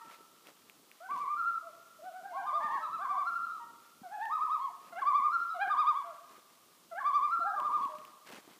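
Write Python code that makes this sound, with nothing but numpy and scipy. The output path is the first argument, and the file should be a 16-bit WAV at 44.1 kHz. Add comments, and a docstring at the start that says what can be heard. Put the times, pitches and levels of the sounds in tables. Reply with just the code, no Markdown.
"""Loons on a wooded pond

Loons trade tremolo calls while someone walks down a gravel path with a phone. Each call, a near-pure
tone with weak harmonics, climbs in steps and quavers about eleven times a second; trees and shore echo it.
Gravel crunches and ticks underfoot and dull knocks reach the phone, over quiet air and microphone hiss."""
import sys
import numpy as np
from scipy import signal
from scipy.fft import rfft, irfft, next_fast_len
from scipy.io import wavfile
from scipy.ndimage import uniform_filter1d, map_coordinates

SR = 44100
rng = np.random.default_rng(int(sys.argv[2]) if len(sys.argv) > 2 else 0)


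def int16_out(signal):
    """Quantize to a 16-bit WAV file."""
    q = np.round(np.clip(np.atleast_2d(signal).T, -1, 1) * 32767)
    wavfile.write(sys.argv[1], SR, q.astype(np.int16))


N = 378819


def undb(db):
    return 10 ** (np.asarray(db) / 20)


def level(x, db):
    """Scale to an rms level."""
    return x * undb(db) / np.sqrt(np.mean(x ** 2))


def colour(x, points):
    """Shape a spectrum by (Hz, dB) points."""
    hz, db = np.transpose(points)
    size = next_fast_len(len(x))
    f = np.arange(size // 2 + 1) * SR / size + 1
    gain = undb(np.interp(np.log(f), np.log(hz), db))
    return irfft(rfft(x, size) * gain, size)[:len(x)]


def walk(rate):
    """A slow random waver: levels held 1 / rate s and smoothed twice; spread about 1.5."""
    k = int(SR / rate)
    held = rng.standard_normal(1000)[np.arange(N) // k]
    return 2.05 * uniform_filter1d(uniform_filter1d(held, k), k)


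def add(out, s, x):
    """Mix x into out from time s."""
    i = int(s * SR)
    out[i:i + len(x)] += x[:len(out) - i]


def tremolo(kind, start, end, first, quaver_ms, trough_hz, crest_hz, last_hz, end_hz, db, change_db,
            *overtones_db, fall_hz_per_s=2000, overlap_s=.003):
    """Periodic frequency modulation: one or two phrases for loon_voice, quavering on a steady beat."""
    # Each kind: entry level offset in dB, exponent of the level change (higher is later), share by which
    # troughs drift to the end pitch, dip in the troughs in dB, step per harmonic above the third in dB.
    phrase_shapes = {"scoop": (-4.5, 1.1, .3, -8, -6.5), "low": (-6.5, 1, 0.32, -8, -5.5),
                     "middle": (-7, 4.9, .15, -10, -6.5), "wide": (-0.17, 3.7, 0.89, -11, -11),
                     "high": (0.62, 1, 0.14, -15, -8)}
    entry_db, late, drift, *voicing_db = phrase_shapes[kind]
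    timbre = (*overtones_db, *voicing_db)
    beat = quaver_ms / 1000
    s = np.arange(first, end - .35 * beat, beat)  # a short remainder joins the last quaver
    k = np.arange(len(s))
    troughs = trough_hz + drift * (end_hz - trough_hz) * k / len(s)
    crests = np.where(k == k[-1], last_hz, crest_hz)
    levels = db + change_db * (k / max(k[-1], 1)) ** late
    rows = list(zip(s, troughs, crests, levels)) + [(end, end_hz, *timbre)]
    ahead = np.array([1, .5]) * (first - start)  # time to the first trough from entry start and middle
    if ahead[0] < .01:
        return [[(start, *rows[0][1:])] + rows[1:]]
    if kind in ("scoop", "low"):  # the voice slides down and cracks where slide and quavers overlap
        slide = (start, *(trough_hz + fall_hz_per_s * ahead), db + entry_db)
        return [[slide, (first + overlap_s, trough_hz, *timbre)], rows]
    above = (crest_hz - trough_hz) * np.sin(np.pi * ahead / beat)
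    return [[(start, *(trough_hz + above), db + entry_db)] + rows]


def hoot(start, end, start_hz, middle_hz, end_hz, db, octave_db, third_db=-36, dip_db=-8, step_db=-6.5):
    """A single frequency glide: a phrase of one arch that opens or closes a call."""
    return [(start, start_hz, middle_hz, db), (end, end_hz, octave_db, third_db, dip_db, step_db)]


def loon_voice(rows, slur_s=.012, edge_s=.0061, rasp_depth=.22, patchy_db=3.5):
    """Source and filter: pitch arches once a quaver, sweeping harmonics through the throat's resonances."""
    # Each row: frequency in Hz, gain of the throat in dB.
    throat_response = [(1200, -14.5), (1700, 0.5), (2600, -3), (3700, -4), (4600, -2.5), (5220, -7.5),
                       (6000, -5)]
    ring_hz, ring_width_hz, ring_db, ring_late_s = 5037, 260, 27, .0043
    s, hz = np.array([r[:2] for r in rows]).T  # a row starts each quaver; the last row ends the phrase
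    middle_hz, db = np.array([r[2:] for r in rows[:-1]]).T
    octave_db, third_db, dip_db, step_db = rows[-1][2:]
    t = np.arange(s[0], s[-1], 1 / SR)
    age = t - s[0]
    quaver = np.clip(np.searchsorted(s, t, "right") - 1, 0, len(db) - 1)
    arch = np.sin(np.pi * (t - s[quaver]) / np.diff(s)[quaver])
    lift = (middle_hz - (hz[1:] + hz[:-1]) / 2)[quaver] * arch
    pitch = uniform_filter1d(np.interp(t, s, hz) + lift, int(slur_s * SR), mode="nearest")
    phase = 2 * np.pi * np.cumsum(pitch) / SR
    voice = np.sin(phase)
    flutter = np.interp(age / .003, np.arange(200), rng.standard_normal(200))
    rasp = (1 + rasp_depth * flutter) / np.hypot(1, rasp_depth)
    swell_db = 18 * (np.interp(t + .008, t, arch) - .5)  # upper harmonics peak on the rise
    for n, base_db in enumerate([octave_db, *(third_db + step_db * np.arange(5))], start=2):
        # each overtone flickers on its way over the water
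        gain_db = base_db + patchy_db * np.interp(age / .03, np.arange(20), rng.standard_normal(20))
        gain_db += (n > 2) * swell_db + np.interp(n * pitch, *np.transpose(throat_response))
        if n == 4:  # this harmonic rings out on leaving a trough
            trough = 1 - np.interp(t - ring_late_s, t, arch)
            gain_db += ring_db * np.exp(-((n * pitch - ring_hz) / ring_width_hz) ** 2) * trough
        voice += rasp * undb(gain_db) * np.sin(n * phase)
    envelope_db = np.interp(t, (s[1:] + s[:-1]) / 2, db) + dip_db * (1 - arch)
    edges = np.clip(np.minimum(age, s[-1] - t) / edge_s, 0, 1)
    return np.sqrt(2) * undb(envelope_db) * edges * voice


def shore_echo(calls, build_s=.027):
    """Reverberation: scattered reflections merge into noise tails that decay exponentially."""
    # Near trees, then far shore. Each row: gain in dB, seconds to fall 60 dB, treble cutoff in Hz.
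    reflectors = [(-11, 0.3, 4000), (-22, 1.48, 3300)]
    t = np.arange(2 * SR) / SR
    response = 0
    for db, t60, dull_hz in reflectors:
        tail = rng.standard_normal(len(t)) * undb(-60 * t / t60) * (1 - np.exp(-t / build_s))
        tail = signal.lfilter(*signal.butter(1, [900, dull_hz], "band", fs=SR), tail)
        response = response + undb(db) * tail / np.sqrt(np.sum(tail ** 2))
    return signal.fftconvolve(calls, response)


def loons(lead_s=.4, mid_pond_db=-24.5, evening=.29, wander=.0001, flicker=1.2):
    """Propagation in moving air: the direct calls flicker and the echo paths stretch and shrink."""
    # Each row: kind; start, end and first trough in seconds; quaver in ms; trough, crest, last crest and
    # end pitch in Hz; level and its change in dB; harmonics 2 and 3 in relative dB before the throat.
    tremolo_calls = [ ("high", -0.26, -0.08, -0.26, 89.3, 1225, 1385, 1340, 1090, -40.5, 7.7, -40, -38),
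                     ("middle", 1.085, 1.35, 1.085, 88, 930, 1175, 1191, 1130, -34, 1.2, -25.5, -46),
                     ("high", 1.36, 1.6, 1.436, 94, 1175, 1396, 1335, 1213, -33, -2, -39, -42.5),
                     ("low", 1.985, 2.28, 2.016, 103, 590, 755, 780, 790, -47, 1.5, -4.5, -38),
                     ("low", 2.29, 2.465, 2.35, 74, 640, 800, 757, 883, -39, -1, -6.5, -31),
                     ("high", 2.315, 2.52, 2.315, 95, 770, 1104, 1047, 994, -40.5, -.6, -39, -37),
                     ("wide", 2.46, 2.8, 2.52, 88, 965, 1223, 1115, 866, -34, -1.71, -28, -33),
                     ("low", 2.6, 2.79, 2.6, 86.7, 810, 917, 936, 740, -42, 0.48, -3.5, -32.5),
                     ("wide", 2.805, 3.06, 2.885, 112, 930, 1330, 1192, 1100, -35, -3, -32, -34.5),
                     ("middle", 3.04, 3.24, 3.07, 81, 955, 1183, 1185, 970, -29.5, 1.5, -28.5, -43),
                     ("high", 3.25, 3.59, 3.325, 84, 1170, 1396, 1327, 1070, -34, -4, -37, -37.5),
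                     ("low", 4.03, 4.29, 4.095, 93, 655, 853, 913, 784, -40.5, 1.7, -9.5, -33),
                     ("wide", 4.295, 4.7, 4.295, 96, 965, 1280, 1105, 850, -30.5, -5.5, -32.5, -36.5),
                     ("scoop", 4.92, 5.005, 4.949, 90, 656, 723, 723, 890, -42, 0, 3.7, -20),
                     ("middle", 5.015, 5.3, 5.045, 83, 975, 1190, 1216, 980, -24.5, -3.5, -29, -40.5),
                     ("high", 5.3, 5.555, 5.297, 92, 1165, 1399, 1317, 1230, -31, -5, -40, -35),
                     ("low", 5.54, 5.7, 5.587, 80, 660, 814, 779, 860, -34, -1.1, -1.98, -25),
                     ("wide", 5.695, 6.03, 5.758, 88.5, 915, 1238, 1163, 875, -27, -8, -26, -32),
                     ("scoop", 6.91, 7.0, 6.945, 90, 635, 745, 745, 896, -40, 0, 0.87, -29.5),
                     ("middle", 7.0, 7.295, 7.035, 84, 985, 1188, 1202, 960, -27.5, -3.1, -26.5, -39),
                     ("high", 7.295, 7.55, 7.292, 90, 1150, 1380, 1295, 1230, -30, -4, -44, -40),
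                     ("low", 7.395, 7.56, 7.437, 86.3, 645, 819, 787, 840, -38.5, 1.43, -3, -41),
                     ("wide", 7.555, 7.885, 7.613, 90.5, 932, 1225, 1142, 870, -31, -2.12, -37, -40.5), ]
    # Each row: start and end in seconds; start, middle and end pitch in Hz; level in dB; harmonic 2 in
    # relative dB before the throat.
    single_hoots = [(-0.07, -0.006, 969, 928, 910, -48, -19), (1.002, 1.086, 621, 743, 770, -48, 5.7),
                    (1.623, 1.711, 642, 676, 580, -50, -12), (2.524, 2.638, 572, 688, 553, -47.5, -7),
                    (2.794, 2.838, 641, 615, 600, -51.5, -17), (2.986, 3.044, 629, 740, 842, -46.5, 4.5),
                    (3.099, 3.199, 693, 780, 610, -42.5, -11.5), (3.593, 3.66, 958, 937, 916, -49, -22),
                    (4.695, 4.723, 716, 710, 680, -55.5, -17), (6.041, 6.137, 678, 680, 595, -48, 2.5),
                    (7.565, 7.609, 697, 614, 580, -47.5, -10), (7.887, 7.967, 624, 619, 596, -48.5, -12)]
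    phrases = [rows for call in tremolo_calls for rows in tremolo(*call)]
    phrases += [hoot(*call) for call in single_hoots]
    lead = int(lead_s * SR)  # calls just before time zero leave their echo
    direct, scattered = np.zeros((2, N + lead))
    for rows in phrases:
        voice = loon_voice(rows)
        start = rows[0][0] + lead_s
        add(direct, start, voice)
        nearness = np.abs(voice).max() / undb(mid_pond_db)
        add(scattered, start, voice * nearness ** -evening)  # echoes depend less on a bird's distance
    echo = map_coordinates(shore_echo(scattered), [lead + np.arange(N) + wander * SR * walk(25)])
    return direct[lead:] * undb(flicker * walk(45)) + echo


def air(db=-64, waver=3):
    """Broadband noise of quiet air and microphone: the bass wavers, the treble stays smooth."""
    # Each row: frequency in Hz, relative spectral density in dB.
    air_spectrum = [(18, -70), (30, -21.5), (242, -3.5), (781, -11), (1190, -0.5), (1660, -16.5),
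                    (3110, -8), (12400, -12), (15300, -12.5)]
    hiss = level(colour(rng.standard_normal(N), air_spectrum), db)
    bass = signal.lfilter(*signal.butter(2, 600, fs=SR), hiss)
    return hiss + bass * (undb(waver * walk(12)) - 1)


def grains(per_s, decay_s, scatter_db=2):
    """A Poisson process: decaying noise bursts of uneven size at random moments, at unit rms."""
    starts = (rng.random(N) < per_s / SR) * undb(scatter_db * rng.exponential(size=N))
    envelope = signal.lfilter([1], [1, -np.exp(-1 / (decay_s * SR))], starts)
    return level(envelope * rng.standard_normal(N), 0)


def gravel(shuffle_db=-68.5, split_hz=900):
    """Granular friction: stones grind low and grit crackles high, a faint shuffle swelling at each step."""
    # Each row: start in seconds, length in seconds, weight of the stones in dB, weight of the grit in dB.
    footsteps = [(0.004, 0.24, -62, -63), (0.435, 0.082, -64, -60.5), (1.07, 0.21, -62.5, -62.5),
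                 (2.547, 0.37, -62, -64), (4.74, .35, -63, -72), (6.271, 0.15, -67.5, -66),
                 (7.52, 0.61, -61.5, -63), (8.245, 0.17, -50, -48), (8.397, 0.2, -58, -63)]
    # Each row: frequency in Hz, relative gain in dB.
    crunch_spectrum = [(47, -60), (80, -29), (168, -6.5), (355, -3.5), (2380, -13.5), (15000, -32)]
    stones = grains(per_s=400, decay_s=.006) * undb(1.5 * walk(14))
    stones = signal.lfilter(*signal.butter(2, split_hz, fs=SR), stones)
    grit = grains(per_s=1500, decay_s=.002) * undb(1.2 * walk(30))
    grit = signal.lfilter(*signal.butter(2, split_hz, "high", fs=SR), grit)
    weights = np.full((2, N), undb(shuffle_db))
    for start, length_s, *layers_db in footsteps:
        for weight, db in zip(weights, layers_db):
            add(weight, start, undb(db) * np.sqrt(np.hanning(int(length_s * SR))))
    crunch = colour(stones * weights[0] + grit * weights[1], crunch_spectrum)
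    return crunch / np.std(colour(stones + grit, crunch_spectrum))


def blows(events, middle_hz, cycles, crack_db, spread):
    """Impact excitation: a broadband crack, then a damped ring, each at its own pitch."""
    out = np.zeros(N)
    pitches = middle_hz * np.exp(spread * rng.uniform(-1, 1, len(events)))
    for (start, db), hz in zip(events, pitches):
        turns = np.arange(int(8 * cycles * SR / hz)) * hz / SR
        ring = np.sin(2 * np.pi * turns) * turns / cycles * np.exp(1 - turns / cycles)
        ring[:2] += undb(crack_db) * np.array([1, -1])
        add(out, start, undb(db) * ring)
    return out


def knocks():
    """Heavily damped low vibration: dull knocks reach the phone."""
    # Each row: start in seconds, peak of the ring's envelope in dB.
    thuds = [(0.206, -50), (1.264, -57), (2.643, -48), (2.754, -48), (4.016, -46), (4.438, -54),
             (5.197, -52), (5.674, -48), (7.391, -46.5), (7.806, -48), (7.855, -46), (7.982, -54),
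             (8.333, -46), (8.476, -48)]
    return blows(thuds, middle_hz=300, cycles=.65, crack_db=-22, spread=.3)


def stone_ticks():
    """Brief impacts have wide spectra: single stones tick brightly."""
    # Each row: start in seconds, peak of the ring's envelope in dB.
    strikes = [(0.4708, -41), (0.6978, -40), (0.9152, -42), (1.1094, -44.5), (4.2554, -41), (7.6008, -39),
               (7.852, -42), (7.9853, -45), (8.0512, -42)]
    return blows(strikes, middle_hz=2630, cycles=.77, crack_db=3, spread=.12)


def scene():
    """Superposition: all sources sum in one channel."""
    impacts = stone_ticks() + knocks()
    return (loons() + gravel() + air() + impacts)[None]


def record(dry, bass_hz=95, top_hz=15400):
    """Band limiting: the phone drops the deep bass and cuts the top."""
    thinned = signal.sosfilt(signal.butter(2, bass_hz, "high", fs=SR, output="sos"), dry)
    return signal.sosfilt(signal.ellip(10, .2, 60, top_hz, fs=SR, output="sos"), thinned)


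dry = scene()
out = record(dry)
int16_out(out)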